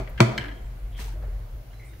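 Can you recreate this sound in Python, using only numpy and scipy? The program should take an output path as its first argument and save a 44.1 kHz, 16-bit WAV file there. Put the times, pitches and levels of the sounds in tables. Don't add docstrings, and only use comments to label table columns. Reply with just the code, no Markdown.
import sys
import numpy as np
from scipy import signal
from scipy.io import wavfile
from scipy.ndimage import uniform_filter1d

SR = 44100
rng = np.random.default_rng(int(sys.argv[2]) if len(sys.argv) > 2 else 0)


def natural_amplitude(level_db):
    exponent = np.asarray(level_db, float) / 20
    return 10 ** exponent


def generate_wav(sig):
    pcm = np.round(np.clip(np.atleast_2d(sig).T, -1, 1) * 32767).astype(np.int16)
    wavfile.write(sys.argv[1], SR, pcm)


N = 88200

LEAD_S = .05
LONG_N = N + int(LEAD_S * SR)
OFF_PITCH_DB = 6.5


def rms_one(x):
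    return x / np.sqrt(np.mean(x ** 2) + 1e-20)


def at_hz(points, hz):
    table = np.array(points)
    return np.interp(np.log(hz), np.log(table[:, 0]), table[:, 1])


def drift(rate):
    r = np.exp(-80 * np.pi * rate / SR)
    slow = signal.lfilter([1], [1, -2 * r, r * r], rng.standard_normal(N // 40 + 2002))[2000:]
    return np.interp(np.arange(N) / 40, np.arange(len(slow)), rms_one(slow - slow.mean()))


def pan(db):
    return natural_amplitude(np.array([[db / 2], [-db / 2]]))


def heard(x, lr_db, late_ms):
    n = np.arange(len(x))
    return pan(lr_db) * [np.interp(n - late_ms * SR / 1000, n, x), x]


def clicks_at(s, size):
    out = np.zeros(LONG_N)
    np.add.at(out, ((np.asarray(s) + LEAD_S) * SR).astype(int), size)
    return out


def ring(clicks, hz, t60):
    r = natural_amplitude(-60 / (max(t60, .001) * SR))
    w = 2 * np.pi * hz / SR
    return signal.lfilter([0, np.sin(w)], [1, -2 * r * np.cos(w), r * r], clicks + 1e-18)


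def filtered(x, order, hz, kind="low"):
    return signal.sosfilt(signal.butter(order, hz, kind, fs=SR, output="sos"), x)


def resonant_noise(hz, width_hz):
    r = np.exp(-np.pi * width_hz / SR)
    stage = [1, 0, -1, 1, -2 * r * np.cos(2 * np.pi * hz / SR), r * r]
    return rms_one(signal.sosfilt([stage, stage], rng.standard_normal(N + SR))[SR:])


def bands(low_hz, gain):
    # f/Hz, correlation [-1..1]
    likeness = [(60, 0.57), (240, 0.71), (950, 0.026), (3770, 0.018), (15000, 0.0092)]
    edges = 18000 / 2 ** np.arange(0, np.log2(18000 / low_hz), .5)[::-1]
    white = rng.standard_normal((2, 2, N))
    out = 0
    for k, (low, high) in enumerate(zip(edges, edges[1:])):
        mid, side = filtered(white[k % 2], 2, [low, high], "band")
        hz = np.sqrt(low * high)
        alike = np.clip(at_hz(likeness, hz), -1, 1)
        stereo = np.sqrt(1 + alike) * mid + np.sqrt(1 - alike) * side * [[1], [-1]]
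        out = out + gain(hz) * stereo
    return out


def house():
    # t/s, level/dB
    rumble_swell = [(0.0, -31.5), (0.03, -30), (0.07, -37), (0.22, -30.5), (0.24, -44), (0.52, -34),
                    (0.59, -44), (0.63, -30.5), (0.811, -38.5), (0.841, -28.5), (0.89, -34), (1.36, -27.5),
                    (1.49, -40), (1.54, -31.5), (1.611, -36.5), (1.65, -56), (1.68, -40.5), (2.0, -41.5)]
    # f/Hz, density/dB per Hz
    air_colour = [(80, 1), (220, -16.5), (600, -15.5), (900, -22), (2500, -26), (8500, -37), (11000, -36),
                  (16000, -32)]
    # t/s, level/dB
    air_swell = [(0, 6.5), (.6, 4), (.9, 3.5), (1.2, 4.5), (1.55, 2), (1.701, 2), (2, 0)]
    # f/Hz, width/Hz, level/dB
    whine_tones = [(7000, 300, -82), (11000, 450, -75), (13200, 600, -77)]
    hum_db, hum_follows, air_db, air_wander_db = -47, .25, -50.5, 1.0
    t = np.arange(N) / SR

    db = np.interp(t, *np.transpose(rumble_swell))
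    low = resonant_noise(46.53, 17.4)
    low = low / (uniform_filter1d(low ** 2, size=950) + .02) ** .45
    hum = natural_amplitude(hum_db + hum_follows * (db - db.mean())) * resonant_noise(108.3, 25)
    hum = hum / (uniform_filter1d(rms_one(hum) ** 2, size=1500) + .1) ** .25

    swell = np.interp(t, *np.transpose(air_swell))
    air = rms_one(bands(75, lambda hz: natural_amplitude(
        at_hz(air_colour, hz) + air_wander_db * drift(1.9) + swell * (hz < 2000))))
    whines = sum(natural_amplitude(level_db) * np.array([resonant_noise(hz, width) for _ in range(2)])
                 for hz, width, level_db in whine_tones)
    sub = natural_amplitude(db - 19.0) * resonant_noise(28.4, 23.0)
    return natural_amplitude(db) * low * pan(0.98) + sub + hum + natural_amplitude(air_db) * air + whines


def kitchen(x):
    # f/Hz, t60/s
    room_t60 = [(100, 0.8), (400, 0.96), (1500, 0.65), (5000, 0.54), (14000, 0.2)]
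    # f/Hz, level/dB
    room_colour = [(150, -15), (400, -1.5), (1500, 0), (5000, -2), (14000, 3)]
    room_db, first_echo_s, early_db, early_t60_s = -11.5, .003, 8, 0.072
    t = np.arange(N) / SR - first_echo_s
    early = 1 + natural_amplitude(early_db - 60 * t / early_t60_s)
    tail = bands(72.1, lambda hz: (t > 0) * early * natural_amplitude(
        at_hz(room_colour, hz) - 60 * t / at_hz(room_t60, hz)))
    return natural_amplitude(room_db) * signal.fftconvolve(x, tail / np.sqrt(SR / 20), axes=1)[:, :x.shape[1]]


def sleeve():
    # t/s, level/dB, rise/s, t60/s
    strokes = [
        (.955, -50, 0.027, 0.38),
        (.987, -42.5, 0.013, 0.43),
        (1.04, -61, 0.014, 0.21),
        (1.075, -57, 0.019, 0.12),
    ]
    # f/Hz, density/dB per Hz
    cloth = [(500, 4.5), (1000, 1.5), (3000, 0), (6000, -5), (9000, -8.5), (12000, -10.5), (16000, -10)]
    grain_db = 1.2
    t = np.arange(N) / SR
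    level = 0
    for s, db, rise, t60 in strokes:
        fall = natural_amplitude(db - 60 * np.maximum(t - s - rise, 0) / t60)
        level = level + fall * np.clip((t - s) / rise, 0, 1) ** 2
    return level * natural_amplitude(grain_db * drift(110)) * rms_one(bands(400, lambda hz: natural_amplitude(at_hz(cloth, hz))))


def squeaks():
    # t/s, length/s, level/dB, f/Hz, width/Hz
    narrow_noises = [(-.01, 0.033, -44.5, 654, 597), (0.082, 0.026, -50, 600, 197),
                     (0.087, 0.017, -63.5, 13000, 6000), (0.246, 0.1, -43, 687, 59), (0.281, 0.06, -38, 209.5, 30.2),
                     (0.419, 0.088, -44, 292, 25.2), (0.518, 0.063, -60.5, 3164, 150),
                     (0.64, 0.023, -73.5, 7600, 600), (0.918, 0.07, -58, 3180, 513), (0.943, 0.062, -60, 2270, 605),
                     (1.125, 0.5, -64, 571, 147), (1.22, 0.026, -57.5, 1070, 1460), (1.723, 0.077, -69, 4050, 150),
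                     (1.702, 0.017, -66, 2920, 300), (1.794, 0.071, -53, 2110, 220),
                     (1.845, 0.043, -64.5, 9100, 2520), (1.887, 0.06, -69.5, 3710, 244)]
    attack_s, flicker_db = 0.0051, -1.5
    t = np.arange(N) / SR
    out = 0
    for s, length, db, hz, width in narrow_noises:
        rub = natural_amplitude(db + flicker_db * drift(39)) * resonant_noise(hz, width)
        rise = np.clip((t - s) / attack_s, 0, 1)
        release = np.exp(-np.maximum(t - s - length, 0) / (length * 0.51))
        out = out + rub * rise * release
    return out


def knocks():
    # t/s, level/dB, f/Hz, t60/s
    taps = [(-.004, -28, 387, 0.076), (-.003, -31.5, 643, 0.071), (-.004, -32, 199.4, .08),
            (.99, -36.5, 970, 0.021), (0.991, -34.5, 214, 0.048), (1.002, -41, 443, 0.066),
            (1.055, -41, 430, 0.041), (1.078, -40.5, 900, 0.044), (1.121, -47, 1580, .02),
            (1.124, -45, 940, 0.038), (1.134, -46, 333, 0.084), (1.155, -43, 630, 0.056),
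            (1.173, -45, 650, .04), (1.195, -47, 596, 0.045), (1.223, -39, 513, 0.034),
            (1.226, -48, 1640, 0.022), (1.231, -45, 770, 0.04), (1.234, -38, 590, 0.038),
            (1.247, -42, 458, .03), (1.261, -41, 543, 0.039), (1.274, -50, 860, 0.033),
            (1.279, -40, 420, 0.047)]
    rise_s = .003
    soft = np.hanning(int(2 * rise_s * SR))
    t = np.arange(len(soft)) / SR
    out = 0
    for s, db, hz, t60 in taps:
        contact = soft * np.cos(2 * np.pi * hz * t) * 2 / soft.sum()
        push = np.convolve(clicks_at([s], natural_amplitude(db)), contact)[:LONG_N]
        out = out + ring(push, hz, t60)
    return out


def loose_parts():
    # t/s, peak level/dB, left-right/dB, fade of the touches/s, favoured f/Hz
    ticks = [(0.0746, -39.5, 6.5, 0.0056, 2000), (0.1767, -35, 5, 0.016, 2190),
             (0.394, -30, -3, 0.0053, 1900), (0.409, -32, -7, 0.0055, 2900), (0.416, -33, 11, 0.006, 2100),
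             (0.426, -40, 3, 0.006, 2100), (0.4401, -31.5, 0, 0.0022, 2770),
             (0.4438, -32, -1, 0.0056, 1670), (0.456, -34, 5, 0.0067, 1670),
             (0.4831, -37.5, -8, .004, 2440), (.489, -36.5, 2, .003, 1640), (0.515, -40, 3, 0.0025, 2170),
             (0.5197, -34.5, -1, 0.002, 1670), (0.9898, -38, 7, 0.0018, 1900),
             (1.732, -50.5, -3, .008, 1900), (1.93, -53.5, -5, 0.012, 2200)]
    # f/Hz, level/dB, t60/s
    latch = [(1670, -4, 0.018), (2017, -3.5, 0.01), (2420, -5.5, 0.0038), (2870, -6, 0.012),
             (3180, -5, 0.0088), (4100, -8, 0.0098), (5100, -13.5, 0.0083), (6200, -11, 0.0026),
             (7600, -17, .003), (10000, -28, 0.0019), (13000, -35, 0.0018)]
    touches_per_s, first_touch, bright_share, low_cut_hz = 2500, .6, 0.94, 620
    t = np.arange(LONG_N) / SR - LEAD_S
    hit = rng.random(len(t)) < touches_per_s / SR
    out = 0
    for hz, level_db, t60 in latch:
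        sizes = 1.21 * rng.standard_normal((2, len(t))) + rng.standard_normal(len(t))
        clicks = 0
        for s, db, lr, length, pitch in ticks:
            run = hit * (t > s) * np.exp(-np.abs(t - s) / length) * sizes
            run = run + clicks_at([s], first_touch)
            off_pitch = OFF_PITCH_DB * abs(np.log2(hz / pitch))
            bright = bright_share * (db + 13.0) / 5 * np.log2(hz / 2000)
            clicks = clicks + run * pan(lr) * natural_amplitude(db - 4.5 + level_db - off_pitch + bright)
        out = out + ring(clicks, hz, t60)
    return filtered(out, 1, low_cut_hz, "high")


def catch():
    # t/s, level/dB, favoured f/Hz
    snap = [
        (0.3776, -23, 4500),
        (.3786, -17, 2100),
        (0.3795, -20.5, 2870),
        (0.3798, -24, 9000),
        (0.3819, -19, 2080),
        (0.383, -21.5, 1700),
        (.3848, -24.5, 3000),
        (.387, -33, 2920),
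    ]
    # f/Hz, level/dB, t60/s, left-right/dB
    catch_modes = [(1440, -3, 0.0094, -6), (1680, -1, .011, -1), (2154, 1, 0.012, 6), (2344, -4, 0.0087, 6),
                   (3026, -1.5, 0.012, 2), (3266, -5, 0.0072, 0), (3620, -14.5, 0.014, 0),
                   (4230, -5, 0.007, 5), (5220, -10.5, 0.01, 7), (6220, -10, 0.0068, 4),
                   (7850, -13.5, 0.0064, 7), (10000, -14.5, 0.0035, 5), (12400, -14, .004, 11),
                   (14800, -23, .003, 10)]
    low_cut_hz = 1070
    s, db, pitch = np.transpose(snap)
    turn = (-1) ** np.arange(len(s))
    out = 0
    for k, (hz, level_db, t60, lr) in enumerate(catch_modes):
        off_pitch = OFF_PITCH_DB * np.abs(np.log2(hz / pitch))
        clicks = clicks_at(s, turn * natural_amplitude(db + level_db - off_pitch))
        out = out + pan(lr) * ring(clicks, hz, t60) * (-1) ** k
    return filtered(out, 2, low_cut_hz, "high")


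def lid():
    # t/s, crack level/dB, body level/dB
    blows = [
        (-.012, -24, -18.5),
        (0.1966, -97, -18),
        (0.204, -4.5, 1),
        (.386, -63, -28),
    ]
    # t after first touch/s, level/dB
    chatter = [
        (0, 8.5),
        (.0009, -6),
        (.0016, -1.5),
        (.0023, 0.5),
    ]
    # f/Hz, level/dB, t60/s, left-right/dB, left ear late/ms
    shell = [(890, -23, 0.019, -21.5, 1), (1520, 0, 0.0023, -3.5, 0.19), (2362, -9.5, 0.019, 5.5, 0.063),
             (3510, -4.5, 0.0035, 4.5, 0.13), (4700, -6.5, 0.0025, 13, 0.084),
             (6400, -9.5, 0.0027, 4, 0.044), (7820, -14, 0.0025, 7, 0.049), (9400, -20.5, 0.0033, 2, 0.049),
             (10850, -19, 0.0037, 9, 0.059), (12500, -23, .005, 2, 0.026), (14500, -22, 0.006, 9, 0.023)]
    housing_hz = [221, 293, 346, 500, 644, 950, 1060, 1365, 1550, 1980, 2342]
    # level/dB, t60/s, left-right/dB, left ear late/ms
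    housing = [(-8, 0.12, 2, 0.16), (-27, 0.19, 8, 0.95), (-8, 0.088, 4.5, 0.25), (-47, 0.016, 2, 1),
               (-11, 0.071, 2.5, 0.54), (-13, 0.031, -9.5, 0.21), (-14, 0.039, 8.5, 0.23),
               (-18, 0.018, 19, 0.081), (-26.5, 0.1, 12.5, 0.21), (-18.5, 0.041, -9, 0),
               (-27, 0.025, -3, 0.35)]
    # f/Hz, level/dB, t60/s
    worktop = [(120.9, -5.5, 0.23), (131.1, -19.5, 0.48)]
    touch_hz, contact_hz = 9000, 3030
    body_lag_s, upper_t60_s = 0.002367, .08
    worktop_rise_s, worktop_held = 0.053, 0.64

    touches = [(s + after, -natural_amplitude(db + less)) for s, db, _ in blows for after, less in chatter]
    touch = filtered(clicks_at(*np.transpose(touches)), 2, touch_hz)
    pushes = [(s + body_lag_s, natural_amplitude(db)) for s, _, db in blows]
    push = filtered(clicks_at(*np.transpose(pushes)), 1, contact_hz)

    out = 0
    for hz, db, t60, lr, ms in shell:
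        out = out + natural_amplitude(db) * ring(heard(touch, lr, ms), hz, t60)
    for hz, (db, t60, lr, ms) in zip(housing_hz, housing):
        if hz >= housing_hz[3]:
            t60 = min(t60, upper_t60_s)
        out = out + natural_amplitude(db) * ring(heard(push, lr, ms), hz, t60)
    for hz, db, t60 in worktop:
        out = out - natural_amplitude(db) * (ring(push, hz, t60) - worktop_held * ring(push, hz, worktop_rise_s))
    return out


def scene():
    near = lid() + catch() + loose_parts() + knocks()
    near[:, -N:] += squeaks()
    return (near + kitchen(near))[:, -N:] + sleeve() + house()


def low_pass(x):
    return signal.sosfilt(signal.butter(12, 16510, fs=SR, output="sos"), x)


def record(dry):
    ceiling, cutoff_hz = .93, 15750
    x = ceiling * np.tanh(dry / ceiling)
    x = signal.sosfilt(signal.ellip(12, .5, 45, cutoff_hz, fs=SR, output="sos"), x)
    return low_pass(x)


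dry = scene()
out = record(dry)
generate_wav(out)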